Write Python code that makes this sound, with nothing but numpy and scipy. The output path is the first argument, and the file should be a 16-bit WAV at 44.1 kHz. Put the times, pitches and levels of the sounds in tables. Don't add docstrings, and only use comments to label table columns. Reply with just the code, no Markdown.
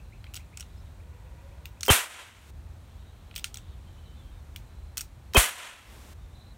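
import sys
import numpy as np
from scipy import signal
from scipy.fft import rfft, irfft, next_fast_len
from scipy.io import wavfile
from scipy.ndimage import uniform_filter1d

SR = 44100
rng = np.random.default_rng(int(sys.argv[2]) if len(sys.argv) > 2 else 0)


def magnitude_from_level(level_db):
    exponent = np.asarray(level_db, float) / 20
    return 10 ** exponent


def pcm_store(signal):
    levels = np.round(np.clip(np.atleast_2d(signal), -1, 1) * 32767)
    wavfile.write(sys.argv[1], SR, levels.astype(np.int16).T)


N = 289737


def evened(x):
    return x / np.sqrt(np.mean(x ** 2) + 1e-20)


def read(points, at):
    return np.interp(at, *np.transpose(points))


def add(mix, s, sound):
    at = round(s * SR)
    sound = sound[max(-at, 0):]
    part = mix[max(at, 0):][:len(sound)]
    part += sound[:len(part)]


def coloured(count, spectrum):
    hz, db = np.transpose(spectrum)
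    size = next_fast_len(count)
    log_hz = np.log(np.fft.rfftfreq(size, 1 / SR) + 1)
    shape = magnitude_from_level(np.interp(log_hz, np.log(hz), db))
    noise = irfft(rfft(rng.standard_normal(size)) * shape, size)
    return evened(noise[:count])


def tint(x, points):
    gain = magnitude_from_level(read(points, np.fft.rfftfreq(len(x), 1 / SR)))
    return evened(irfft(rfft(x) * gain, len(x)))


def band(x, lo_hz, hi_hz, order=3):
    return signal.sosfilt(signal.butter(order, [lo_hz, hi_hz], "band", fs=SR, output="sos"), x)


def slow_wander(count, span):
    noise = rng.standard_normal(count)
    return evened(uniform_filter1d(uniform_filter1d(noise, span), span))


def resonate(x, hz, width):
    turn = np.exp(2j * np.pi * np.cumsum(hz * np.ones(len(x))) / SR)
    r = np.exp(-np.pi * width / SR)
    smooth = signal.lfilter([1 - r], [1, -r], x / turn)
    return 2 * (turn * smooth).real


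def traffic(t):
    # f/Hz, level/dB per Hz
    rumble = [(12, -47), (20, -15.5), (29, -11.5), (37, -3.5), (59, 1), (80, 1.5), (103, -6), (203, -21.5),
              (282, -27.5), (348, -28.5), (400, -29.5), (520, -60.5), (880, -120)]
    # t/s, level/dB
    swell = [(0, -46), (1.8, -47.5), (2.55, -45), (2.9, -47.5), (4.6, -45), (5.0, -47.5), (6.15, -48.5),
             (6.3, -46), (6.6, -48)]
    return magnitude_from_level(read(swell, t)) * band(coloured(N, rumble), 35, 900, order=4)


def yard_wash():
    # f/Hz, level/dB per Hz
    yard = [(88, -27.5), (150, 0), (286, -14), (321, -12), (406, -16), (475, -14), (854, -15),
            (2140, -23.5), (2500, -23), (2870, -26), (4000, -26), (4860, -30.5), (8560, -31), (16000, -38)]
    level_db = -59 + .4 * slow_wander(N, 9000)
    return magnitude_from_level(level_db) * band(coloured(N, yard), 190, 17000)


def motor():
    # t/s, drone f/Hz, whine f/Hz, level/dB
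    drone_path = [(.95, 473, 490, -78), (1.15, 475, 496, -66), (1.4, 475, 544, -64.5),
                  (1.62, 482, 570, -67), (1.801, 485, 567, -69.5)]
    partials_db = [-21, -3, -9, -10]
    s, *columns = np.transpose(drone_path)
    t = np.arange(s[0], s[-1], 1 / SR)
    hz, whine_hz, db = (np.interp(t, s, c) for c in columns)
    air = rng.standard_normal(len(t))
    drone = 0
    for k, partial_db in enumerate(partials_db, 1):
        drone = drone + magnitude_from_level(partial_db) * evened(resonate(air, k * hz, 20.0 * k))
    whine = evened(resonate(air, whine_hz, 23.0))
    mix = np.zeros(N)
    add(mix, s[0], magnitude_from_level(db) * (drone + whine))
    return mix


def clear_birds():
    # first t/s, count, gap/s, level/dB, first f/Hz
    chirps = [
        (-.018, 5, .1355, -56.5, 1850),
        (.993, 5, .129, -65.5, 2050),
        (1.76, 1, .13, -63, 2050),
    ]
    # t/s, level/dB, first f/Hz, last f/Hz, length/s
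    whistles = [(4.045, -63, 4300, 3550, .04), (4.16, -65, 3620, 3420, .06), (4.21, -66, 3350, 3050, .05)]
    top_hz, chirp_s = 2900, 0.03
    rising = [(s + k * gap, db, hz, top_hz, chirp_s) for s, count, gap, db, hz in chirps for k in range(count)]
    mix = np.zeros(N)
    for s, db, first_hz, last_hz, length in rising + whistles:
        hz = np.linspace(first_hz, last_hz, round(length * SR))
        tone = np.sin(2 * np.pi * np.cumsum(hz) / SR)
        add(mix, s, magnitude_from_level(db) * np.sqrt(np.hanning(len(hz))) * tone)
    tail = rng.standard_normal(9000) * magnitude_from_level(-60 * np.arange(9000) / SR / .3)
    return mix + magnitude_from_level(-2) * signal.oaconvolve(mix, tail / np.linalg.norm(tail))[:N]


def far_birds():
    # t/s, length/s, f/Hz, width/Hz, level/dB
    trills = [(.55, 0.38, 3730, 700, -73.5), (0, .5, 4050, 300, -77), (.77, 0.044, 5140, 200, -71),
              (2.7, 1.73, 3260, 1300, -73.5), (2.95, 0.46, 3930, 400, -77), (2.98, 0.14, 3770, 60, -74),
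              (3.38, .07, 4900, 30, -66), (3.55, 0.22, 3550, 1000, -69.5), (3.8, 0.5, 3980, 150, -78),
              (3.87, .04, 3150, 130, -70), (3.94, 0.25, 3046, 30, -71), (4.2, .17, 3190, 170, -74),
              (4.3, 0.12, 3700, 200, -74), (4.63, 0.33, 4050, 150, -76), (6.17, 0.33, 3640, 200, -75),
              (6.33, 0.22, 3990, 210, -66.5)]
    flutter_hz, flutter_db = 18, -0.5
    mix = np.zeros(N)
    for s, length, hz, width, db in trills:
        t = np.arange(round(length * SR)) / SR
        air = rng.standard_normal(len(t))
        fuzz = evened(resonate(resonate(air, hz, width), hz, width))
        level = magnitude_from_level(db + flutter_db * np.sin(2 * np.pi * flutter_hz * t))
        add(mix, s, level * fuzz * signal.windows.tukey(len(t), .3))
    return mix


def gain_control(t):
    # shot t/s, dive/dB, creep/dB per s, full again t/s
    ducks = [
        (1.88, -21.5, 23.5, 2.552),
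        (5.35, -17.5, 15.5, 5.93),
    ]
    dive_s, snap_s = 0.04, .12
    duck_db = np.zeros(len(t))
    for s, dive_db, creep_db, back in ducks:
        crept_db = dive_db + creep_db * (back - snap_s - s - dive_s)
        duck_db += np.interp(t, [s, s + dive_s, back - snap_s, back], [0, dive_db, crept_db, 0])
    return duck_db


def loud_mode_hiss(t, duck_db):
    # f/Hz, level/dB per Hz
    loud_hiss = [(120, -43.5), (200, -5.5), (240, -7), (722, -15), (806, -12.5), (2290, -18), (11300, -24),
                 (16000, -30.5)]
    # on t/s, off t/s, level/dB
    loud_mode = [
        (1.9, 2.509, -54.5),
        (5.371, 6.138, -55.5),
    ]
    hiss = coloured(N, loud_hiss)
    mix = np.zeros(N)
    for on, off, db in loud_mode:
        switch = np.interp(t, [on, on + .01, off - .004, off], [0, 1, 1, 0])
        mix += magnitude_from_level(db + 0.86 * duck_db) * hiss * switch
    return mix


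def background():
    t = np.arange(N) / SR
    duck_db = gain_control(t)
    yard = traffic(t) + yard_wash() + clear_birds() + far_birds() + motor()
    return loud_mode_hiss(t, duck_db) + magnitude_from_level(duck_db) * yard


def click(db, hz, middle_db, top_db, body_db):
    # f/Hz, 60 dB decay/s, level/dB
    middle_rings = [(5600, .01, 10), (6790, .01, 5), (8220, 0.028, 8.5), (9700, .012, 6)]
    # f/Hz, 60 dB decay/s, level/dB
    top_rings = [(11700, 0.015, 4.5), (14700, .014, 15)]
    t = np.arange(6000) / SR
    rattle, hiss = rng.standard_normal((2, len(t)))
    rattle = rattle * (1 - np.exp(-t / 0.00075)) * np.exp(-t / 0.0013)
    hiss = hiss * magnitude_from_level(-60 * t / 0.15) * np.minimum(t / .004, 1)

    luck, detune = rng.standard_normal((2, 6))
    modes = [(hz, .01, 3.0), (1400, .02, body_db + 15.5)]
    for (f, t60, d), u, v in zip(middle_rings, luck, detune):
        modes.append((f * (1 + 0.02 * v), t60, d + middle_db + 3.0 * u))
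    for (f, t60, d), u in zip(top_rings, luck[4:]):
        modes.append((f, t60, d + top_db + 2.5 * u))
    drive = rattle + magnitude_from_level(-33) * hiss
    ring = sum(magnitude_from_level(d) * evened(resonate(drive, f, 2.9 / t60)) for f, t60, d in modes)

    # f/Hz, level/dB
    colour = np.array([(800, -49.5), (1400, body_db + 4.0), (2300, -1.0), (4200, -3.0),
                       (6000, middle_db + 12.0), (9500, middle_db + 6.0),
                       (12000, .5 * (top_db + middle_db) - 1.0), (14500, top_db + 7.5), (17000, top_db + 9.5)])
    sound = ring + magnitude_from_level(7.0) * tint(rattle, colour)
    echoes = tint(hiss, colour * [1, .6])
    sound = sound / abs(sound).max() + magnitude_from_level(-19.5) * echoes / abs(echoes).max()
    return magnitude_from_level(db - 1.0) * sound * np.minimum((t[-1] - t) / .05, 1) ** 2


def clicks(strikes, middle_db, top_db, body_db):
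    mix = np.zeros(N)
    for s, db, hz in strikes:
        add(mix, s, click(db, hz, middle_db, top_db, body_db))
    return mix


def slack():
    # t/s, peak/dB, main ring f/Hz
    strikes = [(.2415, -37, 3180), (.2668, -43, 2340), (.626, -38, 2930), (3.3117, -40.5, 2380),
               (3.3418, -42, 2750)]
    return clicks(strikes, -44, -42, -18)


def latch():
    # t/s, peak/dB, main ring f/Hz
    strikes = [(.3376, -32, 2910), (.3547, -29, 4830), (1.6556, -25.5, 2750), (3.361, -19, 2900),
               (3.3648, -26.5, 3560), (3.3809, -33, 3030), (3.387, -33, 3330), (3.3942, -31.5, 3610),
               (3.5566, -34, 3990), (4.5608, -22.5, 2660)]
    return clicks(strikes, -21.5, -17.5, -38)


def pawl():
    # t/s, peak/dB, main ring f/Hz
    strikes = [(.3617, -28.5, 3090), (.366, -27, 3200), (.5726, -27, 2430), (.5977, -30.5, 2500),
               (.6065, -27, 2920), (.6113, -34, 3040), (1.8082, -25.5, 3530), (1.8313, -13.5, 4400),
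               (3.5428, -26, 3380), (3.5713, -28.5, 3520)]
    return clicks(strikes, -8, -25, -21)


def cylinder():
    # t/s, peak/dB, main ring f/Hz
    strikes = [(.3425, -27.5, 2900), (1.851, -25.5, 5000), (1.8554, -27.5, 2760), (1.8625, -22, 2760),
               (1.87, -27, 5000), (3.353, -35, 2800), (3.3783, -29, 2310), (4.9711, -20, 2730),
               (4.9788, -15, 4320), (5.008, -19.5, 5000), (5.0134, -25, 2530)]
    return clicks(strikes, -6, -11, -19)


def trigger():
    # t/s, peak/dB, main ring f/Hz
    strikes = [(.3729, -29.5, 2820), (1.8347, -27, 2400), (3.5844, -39.5, 2810), (4.9942, -33, 2530),
               (5.3353, -24, 3830)]
    return clicks(strikes, -22, -22, -20)


def dud():
    # t/s, peak/dB, main ring f/Hz
    strikes = [(3.4426, -13, 3200)]
    return clicks(strikes, -15.5, -30, -19.5)


def hammer():
    # t/s, peak/dB, main ring f/Hz
    strikes = [
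        (1.8808, -18.5, 3140),
        (5.3438, -24, 5000),
        (5.347, -19.5, 3130),
    ]
    return clicks(strikes, -13.5, -23.5, -6.5)


def scrape(length, db):
    count = round(length * SR)
    slips = rng.standard_normal(count) * magnitude_from_level(2.8 * np.minimum(rng.exponential(1, count), 4))
    # f/Hz, 60 dB decay/s, level/dB
    rings = [(1370, .01, -13.5), (2800, .004, -3), (8200, 0.016, -2), (14700, 0.0088, -9)]
    sound = sum(magnitude_from_level(d) * evened(resonate(slips, f, 2.3 / t60)) for f, t60, d in rings)
    return magnitude_from_level(db) * signal.windows.tukey(count, .4) * sound


def spring_scrapes():
    # t/s, length/s, level/dB
    scrapes = [(0.341, .04, -58), (3.361, 0.041, -51), (4.979, .027, -47.5)]
    mix = np.zeros(N)
    for s, length, db in scrapes:
        add(mix, s, scrape(length, db))
    return mix


def mechanism():
    mix = slack() + latch() + pawl() + cylinder() + trigger() + dud() + hammer() + spring_scrapes()
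    return band(mix, 1200, 18000, order=6)


def echo(far_db):
    # f/Hz, level/dB per Hz
    echo_colour = [(88, -59.5), (150, -26.5), (376, -19), (689, -9), (790, -9.5), (1020, -1), (1120, -5),
                   (1360, -3), (1500, -3), (3100, -3.5), (4760, -15.5), (8730, -6), (16000, -21)]
    # t after overload/s, level/dB
    echo_level = [(0, -21), (.009, -22.5), (.028, -25), (.063, -29), (.185, -49.5), (.235, -47), (.31, -48),
                  (.43, -58.5), (.6, -66)]
    t = np.arange(0, echo_level[-1][0], 1 / SR)
    deaf_db = -10 * np.exp(-(t / 0.0085) ** 2)
    treble_db = deaf_db + np.maximum(2 - 27 * t, -10.5)
    top_db = deaf_db + np.maximum(-2 - 65.5 * t, -20)
    low_db = -13 + 4 * t + 14 * np.exp(-t / 0.0088)

    spiky = evened(uniform_filter1d(rng.standard_normal(len(t)), 30))
    spikes = magnitude_from_level(3.7 * np.exp(-t / 0.013) * spiky)
    walls = magnitude_from_level(0.94 * slow_wander(len(t), 300) * np.minimum(t / 0.12, 1))
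    noise = coloured(len(t), echo_colour) * spikes * walls

    scale = np.std(band(noise, 1500, 4000))
    middle = band(noise, 850, 5160)
    low = magnitude_from_level(low_db + 16.0) * band(noise, 150, 780)
    treble = magnitude_from_level(treble_db - 2.1) * band(noise, 4400, 11440)
    top = magnitude_from_level(top_db + 8.5) * band(noise, 10660, 17000)
    sound = (middle - low - treble + top) / scale
    level = magnitude_from_level(read(echo_level, t) + far_db * np.minimum(t / .2, 1))
    return level * sound * signal.windows.tukey(len(t), .004)


def slap(db):
    u = np.arange(200) / SR / .00007
    return magnitude_from_level(db + 3.5) * rng.choice([-1, 1]) * (1 - u) * np.exp(-u)


def swing(db, first_hz, last_hz, glide, t60):
    t = np.arange(6000) / SR
    hz = last_hz + (first_hz - last_hz) * np.exp(-t / glide)
    level = magnitude_from_level(db - 60 * (t / t60) ** 1.17) * np.minimum(0.55 + t / glide, 1)
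    return -level * np.sin(2 * np.pi * np.cumsum(hz) / SR)


def overload(length, db, rings):
    t = np.arange(round((length + 0.0035) * SR)) / SR
    settle = 3000
    drive = rng.standard_normal(len(t) + settle)
    to_go = np.clip(1 - t / (.75 * length), 0, 1)
    ring = magnitude_from_level(-8.5 - 12.0 * to_go) * evened(band(drive, 340, 3500, order=8))[settle:]
    for hz, width, ring_db in rings:
        pure = np.sqrt(2) * np.sin(2 * np.pi * (hz * t + rng.random()))
        fuzzy = evened(resonate(drive, hz, width))[settle:]
        growth_db = 28.0 if hz > 1200 else 12.0
        ring = ring + magnitude_from_level(ring_db - growth_db * to_go) * (pure + .35 * fuzzy)
    fade = np.interp(t, [0, .001, length, length + .005], [0.5, 0.96, 0.39, 0.0])
    ring = band(ring, 150, 3600, order=8) * fade
    treble = magnitude_from_level(-27.5 - 1100 * t) * evened(band(drive, 3200, 16000))[settle:]
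    return magnitude_from_level(db) * ring + treble


def shots():
    # fired t/s, overload/dB
    caps = [
        (1.8815, -15),
        (5.3475, -16.5),
    ]
    # f/Hz, width/Hz, level/dB
    dull_rings = [
        [(255, 60, -18), (415, 60, -1), (520, 70, -2), (727, 60, -11), (980, 80, -13), (1970, 200, -12),
         (2710, 80, -6), (3130, 40, 3)],
        [(255, 60, -7), (409, 60, 0), (540, 70, -7), (646, 80, -8), (991, 80, -11), (1430, 150, -16),
         (2540, 60, 4), (3140, 50, 2)],
    ]
    far_echo_db = [-1.2, .9]
    # t after overload/s, peak/dB, first f/Hz, last f/Hz, glide/s
    swings = [
        (-.0185, -15, 1300, 600, .0012),
        (-.002, -17, 330, 220, .006),
        (.0018, -10, 1550, 500, .003),
    ]
    # t/s, peak/dB
    slaps = [(1.9011, -5), (1.9117, -10.5), (1.915, -5), (1.9235, -10), (5.368, -4), (5.371, -8),
             (5.3775, 0), (5.383, -5.5), (5.387, -5)]
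    # t/s, peak/dB, f/Hz, 60 dB decay/s
    thumps = [
        (1.9061, -8.5, 55.3, 0.054),
        (5.3745, -7.5, 41, 0.077),
    ]
    overload_s = .019
    mix = np.zeros(N)
    for (s, db), rings, far_db in zip(caps, dull_rings, far_echo_db):
        add(mix, s, overload(overload_s, db, rings))
        add(mix, s + overload_s, echo(far_db))
        for after, swing_db, first_hz, last_hz, glide in swings:
            add(mix, s + overload_s + after, swing(swing_db, first_hz, last_hz, glide, 7.2 * glide))
    for s, db in slaps:
        add(mix, s, slap(db))
    for s, db, hz, t60 in thumps:
        add(mix, s, swing(db, 2.4 * hz, hz, .008, t60))
    return mix


def scene():
    return (background() + mechanism() + shots())[None]


def low_pass(x):
    return signal.sosfilt(signal.butter(12, 17110, fs=SR, output="sos"), x)


def record(dry):
    # f/Hz, width/Hz, share removed
    port_dips = [(10360, 1030, 0.42), (5000, 420, 0.23)]
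    heard = dry[0]
    for hz, width, share in port_dips:
        heard = heard - share * resonate(heard, hz, width)
    held = 0.74 * np.tanh(heard / 0.63)
    edge = signal.firwin(401, 15850, window=("kaiser", 7), fs=SR)
    edged = signal.oaconvolve(held, edge, "same")
    leak = magnitude_from_level(-35.5) * (held - edged)
    return low_pass((edged + leak)[None])


dry = scene()
out = record(dry)
pcm_store(out)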